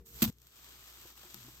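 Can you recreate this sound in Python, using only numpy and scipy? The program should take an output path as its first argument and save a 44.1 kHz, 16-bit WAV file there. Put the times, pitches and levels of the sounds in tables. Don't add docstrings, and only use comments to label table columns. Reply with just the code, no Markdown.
import sys
import numpy as np
from scipy import signal
from scipy.fft import rfft, irfft, next_fast_len
from scipy.io import wavfile
from scipy.ndimage import map_coordinates

SR = 44100
rng = np.random.default_rng(int(sys.argv[2]) if len(sys.argv) > 2 else 0)


def generate_wav(sig):
    pcm = np.round(np.clip(np.atleast_2d(sig).T, -1, 1) * 32767).astype(np.int16)
    wavfile.write(sys.argv[1], SR, pcm)


N = 70560
LEFT_LEAD_S = .00015


def amp(db):
    return 10 ** (np.asarray(db) / 20)


def unit(x):
    return x / np.sqrt(np.mean(x ** 2) + 1e-20)


def clock():
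    return np.arange(N) / SR


def curve(rows):
    return np.interp(clock(), *np.transpose(rows))


def wobble(turns_per_s):
    return map_coordinates(rng.standard_normal(int(N * turns_per_s / SR) + 4), [clock() * turns_per_s])


def pan(db):
    return amp(np.array([[.5], [-.5]]) * db)


def coloured(x, colour):
    size = 2 * next_fast_len(N)
    hz, db = np.transpose(colour)
    gain = amp(np.interp(np.log(np.fft.rfftfreq(size, 1 / SR) + 1), np.log(hz + 1), db))
    cepstrum = irfft(np.log(gain))
    cepstrum[1:size // 2] *= 2
    cepstrum[size // 2 + 1:] = 0
    return irfft(rfft(x, size) * np.exp(rfft(cepstrum)), size)[..., :N]


def noise(colour):
    return unit(coloured(rng.standard_normal(N), colour))


def wide_noise(colour):
    direct = noise(colour)
    pair = np.array([direct, np.roll(direct, round(LEFT_LEAD_S * SR))])
    reflections = np.array([noise(colour), noise(colour)])
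    return unit(pair + amp(5) * reflections)


def clicks(times, sizes, delay_s):
    return np.array([np.bincount(np.round(t * SR).astype(int) % N, sizes, N)
                     for t in (times, times + delay_s)])


def burst(start_s, fade_s, attack_s):
    age = np.maximum(clock() - start_s, 0)
    return (1 - np.exp(-age / attack_s)) * np.exp(-np.log(1000) * age / fade_s)


def air_pocket(start_s, hz, glide_per_s):
    age = np.maximum(clock() - start_s, 0)
    slide = np.exp(glide_per_s * np.minimum(age, .1))
    return np.sin(2 * np.pi * hz * np.cumsum((age > 0) * slide) / SR)


def wet_bubbles(per_s=990, middle_hz=2285, spread_octaves=1.252, ring_cycles=17):
    when, up, down, size, place = rng.random((int(per_s * N / SR), 5)).T[:, :, None]
    hz = middle_hz * 2 ** (spread_octaves * (up - down))
    steps = np.arange(1024)
    cycles = hz * steps / SR
    rings = size * np.sqrt(hz) * np.sin(2 * np.pi * cycles) * np.exp(-np.pi * cycles / ring_cycles)
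    at = ((when * N).astype(int) + steps).ravel()
    sides = [np.bincount(at, (rings * np.sqrt(share)).ravel(), N)[:N] for share in (place, 1 - place)]
    return unit(np.array(sides))


# time_s, level_db
FOAM_LEVEL = [(0, -67.5), (.044, -82), (.062, -65.5), (.115, -62.5), (.19, -51.5), (.22, -45.5),
              (.3, -51.5), (.306, -65.5), (.355, -73.5), (.41, -69), (.425, -64.5), (.515, -64.5),
              (.56, -58), (.7, -53), (.785, -55.5), (.85, -55), (1.11, -54), (1.15, -61), (1.18, -54),
              (1.32, -55.5), (1.41, -54), (1.6, -58)]
# pitch_hz, gain_db
FOAM_COLOUR = [(100, -7.5), (340, 1.5), (520, -5), (800, -2.5), (1250, 2.5), (1900, -4), (3300, 2.5),
               (5500, -1.5), (7500, -2), (13000, -1.5)]
def foam(bursts_per_s=6000, size_spread_db=3.5, flutter_db=.7):
    level = amp(curve(FOAM_LEVEL) + flutter_db * wobble(44.85))
    hiss = wide_noise(FOAM_COLOUR)
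    bursts = (rng.random(N) < bursts_per_s / SR) * rng.choice([-1, 1], N)
    sizes = amp(size_spread_db * np.minimum(rng.exponential(size=N), 5))
    delays_s = LEFT_LEAD_S + .00006 * rng.standard_normal(N)
    crackle = unit(coloured(clicks(clock(), bursts * sizes, delays_s), FOAM_COLOUR))
    return level * unit(crackle + amp(-2) * hiss + amp(-13.5) * wet_bubbles())


# time_s, boost_db
TREBLE_BOOST = [(0, -1), (.06, 12.5), (.2, 5.5), (.45, 3.5), (.7, 1), (1.6, 3)]
def light_press(x, above_hz=5300):
    treble = signal.sosfiltfilt(signal.butter(2, above_hz, "high", fs=SR, output="sos"), x)
    return x + (amp(curve(TREBLE_BOOST)) - 1) * treble


# time_s, level_db
RUMBLE_LEVEL = [(0, -58), (.05, -68.5), (.095, -67), (.155, -64), (.21, -66), (.3, -46), (.31, -70),
                (.55, -75.5), (.7, -74), (1.3, -74), (1.6, -68.5)]
# pitch_hz, gain_db
RUMBLE_COLOUR = [(20, -12), (55, -11.5), (130, -6), (280, -16), (420, -16), (600, -29.5), (2000, -38.5),
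                 (8000, -78)]
def hands():
    return amp(curve(RUMBLE_LEVEL)) * noise(RUMBLE_COLOUR)


# pitch_hz, gain_db
HUM_NOTES = [(59.3, 0), (118.6, -9)]
# time_s, level_db
HUM_SWELL = [(0, -53), (.05, -67.5), (.09, -76), (.155, -52.5), (.2, -63), (.34, -67), (.47, -68.5),
             (.53, -78.5), (.63, -66.5), (1.23, -68), (1.29, -73), (1.53, -66)]
def mains_hum():
    notes = sum(amp(db) * np.sin(2 * np.pi * (hz * clock() + rng.random())) for hz, db in HUM_NOTES)
    return np.sqrt(2) * amp(curve(HUM_SWELL)) * notes


GURGLE_STOP_S = .3044
# pitch_hz, level_db
FAINT_TONES = [(380, -73), (462, -72.5)]
def faint_tones(waver=.019):
    tones = sum(amp(db) * np.sin(2 * np.pi * np.cumsum(hz * (1 + waver * wobble(67))) / SR)
                for hz, db in FAINT_TONES)
    return np.sqrt(2) * tones * (clock() < GURGLE_STOP_S)


# start_s, level_db, fade_s
JETS = [(0.22, -15.5, 0.025), (0.2243, -14, 0.0088), (0.227, -19.5, 0.052), (0.2392, -23, .03),
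        (0.2469, -27, 0.053), (0.276, -36.5, 0.047)]
# pitch_hz, gain_db
JET_COLOUR = [(100, 5.5), (450, -5), (700, 1), (1000, 3.5), (1700, -2.5), (3500, 6), (5500, 0),
              (8000, -0.5), (13000, 6)]
def spray(grain_db=1.8, grains_per_s=1100):
    jets = sum(amp(db) * burst(start, fade, attack_s=.0005) for start, db, fade in JETS)
    return wide_noise(JET_COLOUR) * jets * unit(amp(grain_db * wobble(grains_per_s)))


# start_s, pitch_hz, level_db, fade_s
BIG_POCKETS = [(0.2208, 232.7, -11.9, 0.073), (0.2218, 326.7, -16.5, 0.049), (.222, 669, -31, 0.052),
               (0.2285, 171, -17, 0.056), (0.2394, 58.6, -37.5, 0.23), (0.2569, 225.5, -18.5, 0.072),
               (0.2693, 108.3, -29.5, 0.13), (0.291, 201, -26.5, 0.25)]
def gurgle():
    return sum(amp(db) * burst(start, fade, attack_s=.007) * air_pocket(start, hz, glide_per_s=-1.04)
               for start, hz, db, fade in BIG_POCKETS)


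# start_s, level_db
BIG_BUBBLES = [(0.3265, -48), (0.3849, -46.5), (0.4007, -51.5), (.4185, -44), (0.47, -39), (0.6448, -38),
               (0.841, -37), (1.3439, -25.5), (1.487, -41)]
# pitch_hz, gain_db
TICK_COLOUR = [(100, -14), (1000, -3), (4000, 4), (8000, 0), (13000, 4)]
def pops(mist_db=-11):
    times, levels = np.transpose(BIG_BUBBLES)
    ticks = coloured(clicks(times, amp(levels), LEFT_LEAD_S), TICK_COLOUR)
    mist = sum(amp(db + mist_db) * burst(start, fade_s=.011, attack_s=1 / SR)
               for start, db in BIG_BUBBLES)
    return ticks + mist * wide_noise(TICK_COLOUR)


# start_s, pitch_hz, tone_db, fade_s, splutter_db
SMALL_POCKETS = [(1.05, 338, -51, 0.069, -55), (1.052, 507, -51, 0.043, -60.5),
                 (1.233, 360, -60, 0.031, -47.5), (1.249, 350, -54, 0.11, -62),
                 (1.343, 200, -54, 0.22, -83), (1.344, 335, -53, 0.082, -74), (1.446, 245, -53, 0.094, -63),
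                 (1.477, 217, -69, .09, -69), (1.482, 311, -46, 0.052, -57)]
# pitch_hz, gain_db
SPLUTTER_COLOUR = [(40, -14), (150, 5.5), (350, -17), (650, -3), (1200, -8), (4000, -45)]
def squelches():
    sound = np.zeros(N)
    for start, hz, tone_db, fade, splutter_db in SMALL_POCKETS:
        tone = amp(tone_db) * air_pocket(start, hz, glide_per_s=.8)
        splutter = amp(splutter_db) * noise(SPLUTTER_COLOUR)
        sound += burst(start, fade, attack_s=.0013) * (tone + splutter)
    return sound


def groan(pitch_hz=121, level_db=-56, waver=.0434):
    phase = 2 * np.pi * np.cumsum(pitch_hz * (1 + waver * wobble(48.17))) / SR
    rub = np.sqrt(curve([(1.33, 0), (1.465, 1), (1.54, 0)]))
    return amp(level_db) * rub * (np.sin(phase) + .21 * np.sin(2 * phase))


# time_s, left_minus_right_db
SUDS_POSITION = [(0, -3), (.3, 0.5), (.6, 1.5), (1.2, 1), (1.35, 2.5), (1.6, 1)]
def scene():
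    cut_off = np.clip((GURGLE_STOP_S - clock()) / .0046, 0, 1)
    low = groan() + hands() + mains_hum() + faint_tones() + squelches() + gurgle() * cut_off
    bright = spray() * cut_off + light_press(pops() + foam())
    return low * pan(2) + bright * pan(curve(SUDS_POSITION))


TOP_HZ = 16200
# pitch_hz, left_db, right_db
MIC_COLOUR = [(60, .6, -.6), (1000, 0, 0), (2500, .5, -.5), (4500, 1, -1.5), (7800, 3, -3.5),
              (8400, 1.5, -5), (9100, -9, -15), (10300, -18, -20), (11300, -10, -8), (12200, -2, 4),
              (13200, 0, 6.5), (14300, -2, 3), (15000, -4, -.5), (15700, -9, -6), (16100, -21, -18)]
def record(dry):
    mic = np.array(MIC_COLOUR)
    pair = np.array([coloured(dry[0], mic[:, [0, 1]]), coloured(dry[1], mic[:, [0, 2]])])
    size = 2 * next_fast_len(N)
    passes = np.fft.rfftfreq(size, 1 / SR) < TOP_HZ
    return irfft(rfft(pair, size) * passes, size)[:, :N]


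dry = scene()
out = record(dry)
generate_wav(out)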